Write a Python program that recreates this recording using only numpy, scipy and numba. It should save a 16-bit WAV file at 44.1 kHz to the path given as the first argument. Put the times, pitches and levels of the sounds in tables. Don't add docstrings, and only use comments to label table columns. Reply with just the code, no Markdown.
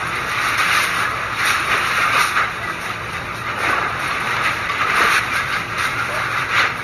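import sys
import numpy as np
from scipy import signal
from scipy.fft import rfft, irfft, next_fast_len
from scipy.io import wavfile
from scipy.ndimage import uniform_filter1d, map_coordinates
from numba import njit

SR = 44100
rng = np.random.default_rng(int(sys.argv[2]) if len(sys.argv) > 2 else 0)


def int16_out(signal):
    q = np.round(np.clip(np.atleast_2d(signal).T, -1, 1) * 32767)
    wavfile.write(sys.argv[1], SR, q.astype(np.int16))


def convert_level_to_amplitude(level_db):
    exponent = np.asarray(level_db, float) / 20
    return 10 ** exponent


N = 301203

# peak_s, drumming_db, half_width_s, relative_brightness_db
SQUALLS = [(0.17, -32, 0.028, 3), (0.46, -22.5, 0.12, -1.5), (0.615, -21.5, 0.045, -2),
           (0.78, -21.5, 0.13, 1.2), (1.01, -20, 0.047, -5.5), (1.23, -25, 0.025, -14),
           (1.49, -21, 0.11, -0.3), (1.739, -19.5, 0.033, -3), (1.99, -21.5, 0.29, -1.5),
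           (2.191, -18, 0.053, -2.5), (2.4, -20, 0.043, -4), (2.7, -26, 0.018, -13),
           (2.9, -26.5, 0.038, -0.5), (3.16, -28, 0.039, -3), (3.5, -23.5, 0.029, -4.5),
           (3.669, -24.5, 0.049, 2), (3.76, -22, 0.14, -7), (4.1, -24.5, 0.093, -2),
           (4.41, -22.5, 0.17, -3), (4.481, -22, 0.034, -1), (4.73, -29, 0.095, 2),
           (4.82, -21.5, 0.026, -3.5), (5.06, -17, 0.15, -3), (5.16, -21, 0.031, 1.5),
           (5.38, -24, 0.054, 0), (5.549, -25.5, 0.071, 1), (5.822, -22, 0.061, -2.5),
           (6.21, -22.5, 0.064, -7.5), (6.4, -21.5, 0.074, -6.5), (6.6, -19.5, 0.075, 0),
           (6.595, -20, .025, 2)]
# frequency_hz, density_db (dB per Hz)
DRUMMING = [(700, -21), (1000, -14.5), (1200, 0.5), (1600, -3.5), (1800, -4.5), (2050, -4.5), (2500, -6.5),
            (2850, -12.5), (3250, -22), (3750, -15), (4900, -27.5), (5600, -28), (7000, -28.5),
            (9000, -41.5)]
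# frequency_hz, density_db (dB per Hz)
SPRAY = [(2500, -17.5), (3800, 6), (4900, -4.5), (5600, 0.5), (7000, -6), (9500, 0), (11700, -5.5),
         (12500, -11)]


def unit(x):
    return x / np.sqrt(np.mean(x ** 2) + 1e-20)


def along(points, hz):
    f, v = np.transpose(points)
    return np.interp(np.log(hz + 1), np.log(f + 1), v)


def wobble(rate_hz):
    knots = rng.standard_normal(int(N * rate_hz / SR) + 4)
    return map_coordinates(knots, [np.arange(N) * rate_hz / SR])


def filtered(x, response):
    m = next_fast_len(N + SR // 2)
    return irfft(rfft(x, m) * response(np.fft.rfftfreq(m, 1 / SR)), m)[..., :N]


def coloured(x, spectrum):
    return unit(filtered(x, lambda hz: convert_level_to_amplitude(along(spectrum, hz))))


def rush(patchy_db):
    z = signal.stft(rng.standard_normal(N + 512), nperseg=512)[2]
    field = uniform_filter1d(rng.standard_normal(z.shape), size=6, axis=0)
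    field = uniform_filter1d(field, size=8, axis=1)
    return unit(signal.istft(z * convert_level_to_amplitude(patchy_db * unit(field)), nperseg=512)[1][:N])


def swells(base_db, peak_s, db, width_s, rise_share=.88):
    t = np.arange(0, N + 64, 64) / SR
    rise = np.clip(np.reshape(rise_share, (-1, 1)), .1, 1.9)
    u = (t - peak_s[:, None]) / np.clip(width_s, .01, 1)[:, None] + 1 - rise
    bells = convert_level_to_amplitude(2 * db) @ np.exp(-(u / np.where(u < 0, rise, 2 - rise)) ** 2)
    return 10 * np.log10(convert_level_to_amplitude(2 * base_db) + np.interp(np.arange(N) / SR, t, bells))


@njit
def add(out, start, step, fade, size, rise):
    for k in range(len(start)):
        for i in range(min(int(6 / fade[k]), len(out) - start[k])):
            envelope = size[k] * np.exp(-fade[k] * i) * (1 - np.exp(-i / rise))
            out[start[k] + i] += envelope * np.sin(step[k] * i)


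def rings(start_s, hz, t60_s, size, attack_s):
    out = np.zeros(N)
    start = np.clip(start_s * SR, 0, N - 1).astype(np.int64)
    add(out, start, 2 * np.pi * hz / SR, np.log(1000) / (t60_s * SR), size, attack_s * SR)
    return out


def struck(start_s, db, hz, spread, t60_s, attack_s, count):
    detune, loud, life, delay = np.moveaxis(rng.standard_normal((len(start_s), count, 4)), 2, 0)
    detune[:, 0] = 0
    size = convert_level_to_amplitude(db[:, None] + 2.7 * loud - 5.4 * np.abs(detune)) / np.sqrt(count)
    late_s = start_s[:, None] + .004 * np.abs(delay)
    mode_hz = hz[:, None] * np.exp(spread * detune)
    mode_t60_s = t60_s * np.exp(0.34 * life)
    return rings(late_s.ravel(), mode_hz.ravel(), mode_t60_s.ravel(), size.ravel(), attack_s)


def bursts(start_s, db, t60_s, attack_s):
    t = np.arange(SR // 4) / SR
    out = np.zeros(N + len(t))
    for start, level, life in zip(start_s, db, t60_s):
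        out[round(start * SR):][:len(t)] += convert_level_to_amplitude(level - 60 * t / life) * (1 - np.exp(-t / attack_s))
    return out[:N]


def drops(lo_hz, hi_hz, cycles, spread_db, count):
    when, pitch, life, big = rng.random((count, 4)).T
    hz = lo_hz + pitch * (hi_hz - lo_hz)
    t60_s = cycles * (0.3 + 3.6 * life) / hz
    size = convert_level_to_amplitude(-spread_db * np.log(big + 1e-4)) / np.sqrt(t60_s)
    return unit(rings(when * N / SR, hz, t60_s, size, attack_s=0.00012))


def rain():
    # time_s, strength_db
    downpour = [(0, -25), (.85, -24.5), (1.7, -29), (2.56, -28.5), (3.4, -30), (4.2, -29), (5.6, -30),
                (5.98, -25.5), (6.3, -27), (6.7, -30.5), (6.83, -26.5)]
    # middle_s (of the whole surge), level_db, half_width_s, rise_share (of
    splashes = [(0.31, -38, 0.033, 0.8), (0.47, -35, 0.058, 0.61), (0.6, -31, 0.025, 0.15),
                (0.79, -32.6, 0.1, 1), (1.0, -37, 0.053, 0.68), (1.49, -32, 0.036, 0.8),
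                (1.49, -36.5, 0.087, 0.8), (1.95, -38.5, 0.23, 0.71), (2.23, -31.5, 0.065, 0.94),
                (2.7, -44.5, 0.029, 0.8), (2.87, -43.5, 0.05, 0.59), (3.14, -47.5, 0.027, 0.35),
                (3.38, -45.5, 0.032, 0.8), (3.66, -42, 0.06, 0.35), (4.06, -43.5, 0.06, 0.35),
                (4.3, -44.5, 0.059, 0.88), (4.46, -38.5, 0.026, 0.87), (4.55, -43.5, 0.074, 0.87),
                (5.079, -37, 0.13, 0.7), (5.16, -33, 0.038, 0.78), (5.371, -38.5, 0.035, 0.29),
                (5.55, -43.5, 0.085, 0.8), (5.84, -37, 0.049, 0.35), (6.16, -44, 0.016, 0.35),
                (6.2, -48, 0.2, 1), (6.4, -43, 0.058, 0.88), (6.58, -40.5, 0.035, 0.99),
                (6.785, -46.5, 0.023, 0.73)]
    # peak_s, level_db, half_width_s
    heaves = [(.12, -35.5, .2), (.5, -37, 0.11), (1.2, -34, 0.072), (2.6, -35, .06), (0.75, -34, 0.29),
              (1.03, -31, 0.049), (1.76, -28.5, 0.08), (2.03, -32.5, 0.11), (2.17, -27.5, 0.035),
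              (2.4, -34, .036), (2.87, -35, .048), (3.69, -28.5, 0.048), (3.76, -29, 0.18),
              (4.3, -33.5, 0.37), (4.85, -30, 0.068), (5.04, -27, 0.1), (6.14, -31.5, 0.082),
              (6.61, -29, 0.063)]
    # frequency_hz, density_db (dB per Hz)
    panel_colour = [(150, -18), (220, -1), (400, 2.5), (700, 3.5), (1050, 5), (1500, -33)]

    steady_db = np.interp(np.arange(N) / SR, *np.transpose(downpour))
    peak_s, db, width_s, bright_db = np.transpose(SQUALLS)
    dull_db = swells(steady_db, peak_s, db, width_s)
    sharp_db = swells(steady_db - 3, peak_s, db + bright_db, width_s)
    spray_db = swells(-50 + (steady_db + 28), *np.transpose(splashes))
    panel_db = swells(-35 + 0.27 * (dull_db + 26), *np.transpose(heaves))
    flurry = wobble(28)

    ringing = drops(800, 7200, cycles=130, spread_db=2.0, count=24000)
    taps = drops(800, 7200, cycles=3.5, spread_db=1.03, count=16000)
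    taps = convert_level_to_amplitude(.3 * (dull_db + 24)) * taps
    drum = coloured(.75 * ringing + .42 * taps + .75 * rush(patchy_db=-0.55), DRUMMING)
    dull = filtered(drum, lambda f: 1 / (1 + (f / 1800) ** 8))
    drum = unit(dull) * convert_level_to_amplitude(dull_db - 0.98) + unit(drum - dull) * convert_level_to_amplitude(sharp_db - 0.58)

    body = .4 * drops(199.5, 1201, cycles=34, spread_db=1.5, count=3000)
    body = coloured(body + .9 * rush(patchy_db=-1.2), panel_colour)
    spray = .45 * drops(3300, 12850, cycles=60, spread_db=-1.0, count=20000)
    spray = coloured(spray + 1.1 * rush(patchy_db=-1.5), SPRAY)

    mix = drum * convert_level_to_amplitude(.25 * flurry)
    mix += spray * convert_level_to_amplitude(spray_db + 1.5 * flurry + 7.0)
    return mix + body * convert_level_to_amplitude(panel_db + 0.31 * flurry - 1.5)


def lulls():
    # end_s, depth_db, length_s
    sags = [(.579, 6, .016), (1.383, 2, .03), (2.128, 2, .025), (2.365, 2, .03), (3.126, 3, .015),
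            (3.63, 1.5, .03), (4.688, 5, .015), (5.1, 2, .015), (5.778, 1.5, .03), (6.49, 3, .03)]
    # start_s, depth_db, length_s
    breaks = [
        (.855, 2.5, .05),
        (5.197, 4, .04),
        (6.68, 2, .08),
        (4.838, 2, .03),
    ]
    t = np.arange(N) / SR

    def dip(s, db, length):
        return db * np.exp(-((t - s) / length) ** 2)

    depth_db = sum(dip(*row) * (t < row[0]) for row in sags)
    depth_db = depth_db + sum(dip(*row) * (t > row[0]) for row in breaks)
    return convert_level_to_amplitude(-uniform_filter1d(depth_db, size=200))


def wind():
    # frequency_hz, density_db (dB per Hz)
    rumble = [(14, -26), (30, -20), (60, -7), (100, -12.5), (200, -14.5), (400, -13.5), (900, -16),
              (1500, -39.5)]
    # centre_hz, width_hz, gain_db
    room_modes = [(116, 15, 11), (167, 36, 11), (349.3, 6.4, 9)]
    # pitch_hz, relative_db, wander_hz
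    hum_tones = [(121.8, -8.5, 5.61), (100.2, -9.5, 5.99), (169.5, -14, 2.83), (355, -18, 3.5),
                 (610.7, -15, 4.08)]

    def resonance(f):
        peaks = sum(convert_level_to_amplitude(2 * db) / (1 + (2 * (f - c) / w) ** 2) for c, w, db in room_modes)
        return np.sqrt(1 + peaks)

    drone = unit(filtered(coloured(rush(patchy_db=0.56), rumble), resonance))
    hum = np.zeros(N)
    for hz, db, wander_hz in hum_tones:
        turns = np.cumsum(hz + wander_hz * wobble(12)) / SR
        hum += convert_level_to_amplitude(db + 2.0 + 3 * wobble(4)) * np.sin(2 * np.pi * turns)
    gust_db = swells(-27.0, *np.transpose(SQUALLS)[:3])
    level_db = -35 + 0.23 * (np.arange(N) - N / 2) / SR
    level_db = level_db + 0.74 * wobble(2.0) - .15 * (gust_db + 22)
    return convert_level_to_amplitude(level_db) * (0.99 * drone + hum)


def clangs():
    # start_s, peak_db, pitch_hz, t60_s
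    clear_rings = [(1.714, -11, 1800, 0.095), (1.716, -15.5, 2790, 0.086), (5.1, -16, 1130, 0.061),
                   (1.6, -20, 330, 0.056), (1.72, -22, 780, 0.043), (3.6, -10, 1800, 0.051),
                   (6.7, -16, 2100, 0.049), (5.002, -9, 454, 0.038), (5.003, -10, 350, 0.039),
                   (5.048, -7.5, 450, 0.033), (5.3, -20, 250, 0.08), (0.0497, -28, 169, 1)]
    s, db, hz, t60_s = np.transpose(clear_rings)
    return rings(s, hz, t60_s, convert_level_to_amplitude(db), attack_s=0.0044)


def ticks():
    # start_s, peak_db
    tick_rows = [(0.0682, -26.5), (0.1526, -25.5), (0.484, -19), (0.5806, -22), (0.7253, -20),
                 (0.7654, -19), (0.833, -15), (0.9418, -28), (1.1039, -32), (1.4533, -17.5), (1.596, -23),
                 (2.809, -31), (3.1278, -26.5), (3.5877, -25), (3.631, -31), (3.701, -24), (3.9926, -26.5),
                 (4.0735, -25.5), (4.1999, -28), (4.4313, -31), (4.7785, -30), (4.982, -20.5), (5.356, -20),
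                 (5.7808, -21), (6.1504, -24.5), (6.771, -32)]
    s, db = np.transpose(tick_rows)
    metal = struck(s, db, np.full(len(s), 10000.), spread=0.17, t60_s=0.054, attack_s=0.0012, count=30)
    water = bursts(s, db - 7.5, np.full(len(s), .05), attack_s=.001)
    return metal + water * coloured(rng.standard_normal(N), SPRAY)


def slapped(rows, treble_db):
    s, db, hz = np.transpose(rows)
    t60_s = np.full((len(s), 1), .085)
    clang = struck(s, db - 8.5, hz, spread=.12, t60_s=1.4 * t60_s, attack_s=0.0027, count=9)
    crash = bursts(s, db - 13.5, t60_s[:, 0], attack_s=0.0044)
    crash = crash * coloured(rng.standard_normal(N), DRUMMING)
    treble = struck(s, db + treble_db - 10.0, np.full(len(s), 4400.), spread=0.22, t60_s=t60_s,
                    attack_s=0.0027, count=16)
    return clang + crash + treble


def slaps():
    # start_s, peak_db, loudest_ring_hz
    edge_rows = [(0.1317, -17, 1310), (0.58, -17, 1260), (0.7258, -8, 1347), (0.7751, 1, 1180),
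                 (1.3865, -3.5, 1635), (1.6467, -13, 1265), (2.1282, -5.5, 1310), (3.028, -18, 1200),
                 (4.1092, -6.5, 1168), (4.2562, -12, 1454), (4.4077, -13, 1440), (4.6887, -4.5, 1154),
                 (4.9022, -10, 1495), (5.0108, -3, 1250), (5.3584, -4.5, 1540), (5.5234, -4.5, 1460),
                 (5.701, -12, 1395), (5.7794, -3.5, 1296), (6.3672, -8, 1365), (6.547, -9.5, 1460),
                 (6.584, -3, 2033), (6.632, -7, 1760), (2.168, -5.5, 1204), (2.197, -6, 1200)]
    # start_s, peak_db, loudest_ring_hz
    flap_rows = [(0.4833, -10, 1260), (1.1015, -8, 1188), (1.1633, -14, 1190), (1.276, -16, 1420),
                 (1.482, -5.5, 1453), (1.572, -12, 1192), (2.0073, -3, 2070), (2.367, -0.5, 1477),
                 (2.6272, -11, 1970), (2.6911, -14, 1230), (2.737, -16, 1470), (3.465, -10, 2150),
                 (3.5724, -12, 1460), (3.7224, -5.5, 1230), (3.7688, -5.5, 1352), (3.845, -12.5, 1520),
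                 (3.919, -8.5, 1234), (4.0683, -21, 1370), (4.3642, -6.5, 1117), (4.4453, -3.5, 2170),
                 (5.1046, -6, 1254), (5.899, -6.5, 1400), (5.9858, -3.5, 1394), (6.178, -8, 1220),
                 (6.2538, -9.5, 1490), (6.6983, -7.5, 1310)]
    return slapped(edge_rows, treble_db=-9.5) + slapped(flap_rows, treble_db=-21.5)


def knocks():
    # start_s, peak_db
    knock_rows = [(0.316, -12), (0.418, -12), (0.4878, -13), (0.5013, -16), (0.5422, -9), (0.5801, -9),
                  (0.697, -9), (0.7758, -7), (0.8699, -14.5), (0.9423, -13), (1.011, -14), (1.4043, -12),
                  (1.449, -9), (1.505, -5), (1.5723, -14), (1.701, -12), (1.717, -8), (1.887, -15),
                  (1.9121, -10), (1.953, -11), (1.9745, -9), (2.0063, -13), (2.1211, -13), (2.1693, -7),
                  (2.197, -6), (2.354, -13), (2.365, -12), (2.6278, -17), (3.1103, -18), (3.1685, -18),
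                  (3.4655, -19), (3.6394, -14), (3.8985, -18), (4.3091, -15), (4.3465, -19), (4.366, -8.5),
                  (4.4177, -16), (4.4493, -9), (4.6907, -13), (4.7185, -12), (4.814, -12), (4.82, -13),
                  (4.8984, -15), (4.9062, -12), (4.957, -12), (4.963, -7), (4.9938, -8), (5.1236, -9),
                  (5.3535, -8.5), (5.525, -16), (5.5253, -13.5), (5.5677, -11), (5.7, -19), (6.3814, -13),
                  (6.568, -7), (6.5832, -4)]
    # frequency_hz, density_db (dB per Hz)
    knock_colour = [(600, -17.5), (1200, -1), (2500, -0.5), (3250, -13.5), (3800, -10), (5000, -19),
                    (9000, -23.5)]
    s, db = np.transpose(knock_rows)
    contour = bursts(s, db - 4, np.full(len(s), .014), attack_s=.0004)
    return contour * coloured(rng.standard_normal(N), knock_colour)


def bangs():
    # start_s, peak_db, ring_hz, t60_s
    bang_rows = [(1.699, -27, 510, 0.066), (1.758, -18, 320, 0.07), (2.145, -8, 547, 0.058),
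                 (2.17, -14, 850, 0.07), (3.635, -10, 726, 0.048), (3.68, -16, 267, 0.091),
                 (3.699, -18, 537, 0.06), (3.837, -19, 650, 0.05), (4.503, -21, 624, 0.048),
                 (5.003, -8.5, 293, 0.06), (5.02, -12, 240, .06), (5.051, -17, 442, 0.055),
                 (5.697, -19, 342, 0.043), (6.135, -21, 640, 0.07), (6.597, -15, 560, 0.063),
                 (6.635, -12, 580, 0.076)]
    # frequency_hz, density_db (dB per Hz)
    thud_colour = [(150, -27), (240, -3), (500, -2), (1000, -1), (1600, -27)]
    s, db, hz, t60_s = np.transpose(bang_rows)
    ring_t60_s = np.clip(t60_s, .02, .3)[:, None]
    ring = struck(s, db - 5.5, hz, spread=0.2, t60_s=ring_t60_s, attack_s=0.002, count=14)
    thud = bursts(s, db - 14.5, 1.2 * t60_s, attack_s=.003)
    return ring + thud * coloured(rng.standard_normal(N), thud_colour)


def groans():
    # start_s, length_s, level_db, from_hz, to_hz
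    bends = [
        (6.085, .1, -29, 555, 655),
    ]
    out = np.zeros(N)
    for s, length, db, from_hz, to_hz in bends:
        u = np.arange(round(length * SR)) / (length * SR)
        turns = np.cumsum(from_hz + (to_hz - from_hz) * u) / SR
        out[round(s * SR):][:len(u)] += convert_level_to_amplitude(db) * np.sin(np.pi * u) ** .5 * np.sin(2 * np.pi * turns)
    return out * convert_level_to_amplitude(2.9 * wobble(60))


def room(x):
    # frequency_hz, t60_s
    decay = [(200, 0.17), (2000, 0.61), (10000, 0.23)]
    hz, t, z = signal.stft(rng.standard_normal(SR // 2), SR, nperseg=256)
    tail = signal.istft(z * convert_level_to_amplitude(-60 * t / along(decay, hz)[:, None]), SR, nperseg=256)[1]
    return signal.fftconvolve(np.pad(x, (200, 0)), tail / np.linalg.norm(tail))[:N]


def scene():
    wet = rain() * lulls()
    air = wind()
    metal = clangs() + ticks() + slaps() + knocks() + bangs() + groans()
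    return (wet + metal + convert_level_to_amplitude(-7) * room(metal) + air)[None]


def microphone(x):
    # centre_hz, width_hz, depth_db
    port = [(7950, 756, 25.5), (10653, 427, 22.5), (4935, 210, 3), (1785, 54, 4.5), (152, 7.2, 12),
            (183.8, 7.3, 10.5)]

    def response(f):
        port_db = -sum(db * np.exp(-np.abs((f - hz) / w) ** 3) for hz, w, db in port)
        edge_db = -np.clip(f - 12370, 0, None) / 14
        return convert_level_to_amplitude(port_db) * convert_level_to_amplitude(edge_db) * (f < 12900) * (f > 16)

    return filtered(x, response)


def masked(x, slope_db, empty_db, scatter_db):
    # frequency_hz, under_masking_db
    fine = [(300, 34), (1100, 24), (1800, 8), (2600, 6), (3250, 9), (3900, 3), (4900, 5), (6000, 3),
            (9000, 4), (13000, 6)]
    # band_hz, half_width_hz, moments_s
    openings = [
        (7850, 420, [.17, .23, 1.33, 2.86, 2.98, 3.16, 3.29, 3.37, 4.1, 4.64, 5.13, 5.43, 5.87, 6.785]),
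        (10650, 300, [.58, 1.45, 3.13, 3.37, 3.59, 4.0, 5.77, 5.85, 6.15]),
        (12700, 200, [.14, .58, 1.07, 1.2, 2.48, 2.58, 2.64, 2.9, 3.13, 3.76, 4.12, 5.78]),
    ]

    n, k = np.arange(2048)[:, None], np.arange(1024)
    window = np.sin(np.pi * (n + .5) / 2048)
    basis = window * np.cos(np.pi / 1024 * (n + 512.5) * (k + .5)) / np.sqrt(512)
    at = np.arange(N // 1024 + 3)[:, None] * 1024 + np.arange(2048)
    bands = (np.pad(x, (1424, 3072))[at] @ basis).reshape(len(at), 128, 8)
    level = np.log10(np.mean(bands ** 2, axis=2) + 1e-20) * 10

    place = np.arange(128)
    band_hz = (place + .5) * SR / 256
    cover = np.max(level[:, None] - slope_db * np.abs(place[:, None] - place), axis=2)
    step_db = cover - along(fine, band_hz)

    luck = rng.standard_normal(level.shape)
    stray = rng.random(level.shape) < .003
    frame_s = (at[:, 1024:1025] - 1424) / SR
    for hz, width_hz, moments in openings:
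        opened = np.abs(frame_s - moments).min(axis=1) < .014
        inside = np.abs(band_hz - hz) < width_hz
        stray = stray | (opened[:, None] & inside & (luck > -.3))

    step = np.where(stray, convert_level_to_amplitude(level + 1.5), convert_level_to_amplitude(step_db))[..., None]
    kept = stray | (level + scatter_db * luck > step_db - empty_db)
    coarse = np.sign(bands) * np.floor(np.abs(bands) / step + .36) * step * kept[..., None]
    frames = coarse.reshape(len(at), 1024) @ basis.T
    return np.bincount(at.ravel(), frames.ravel())[1424:N + 1424]


def top_cut(x):
    return signal.sosfilt(signal.butter(12, 13710, fs=SR, output="sos"), x)


def record(dry):
    x = dry[0] / (1 + np.abs(dry[0] / 0.57) ** 4) ** (1 / 4)
    x = masked(microphone(x), slope_db=2.5, empty_db=2.0, scatter_db=2.0)
    return top_cut(x[None])


dry = scene()
out = record(dry)
int16_out(out)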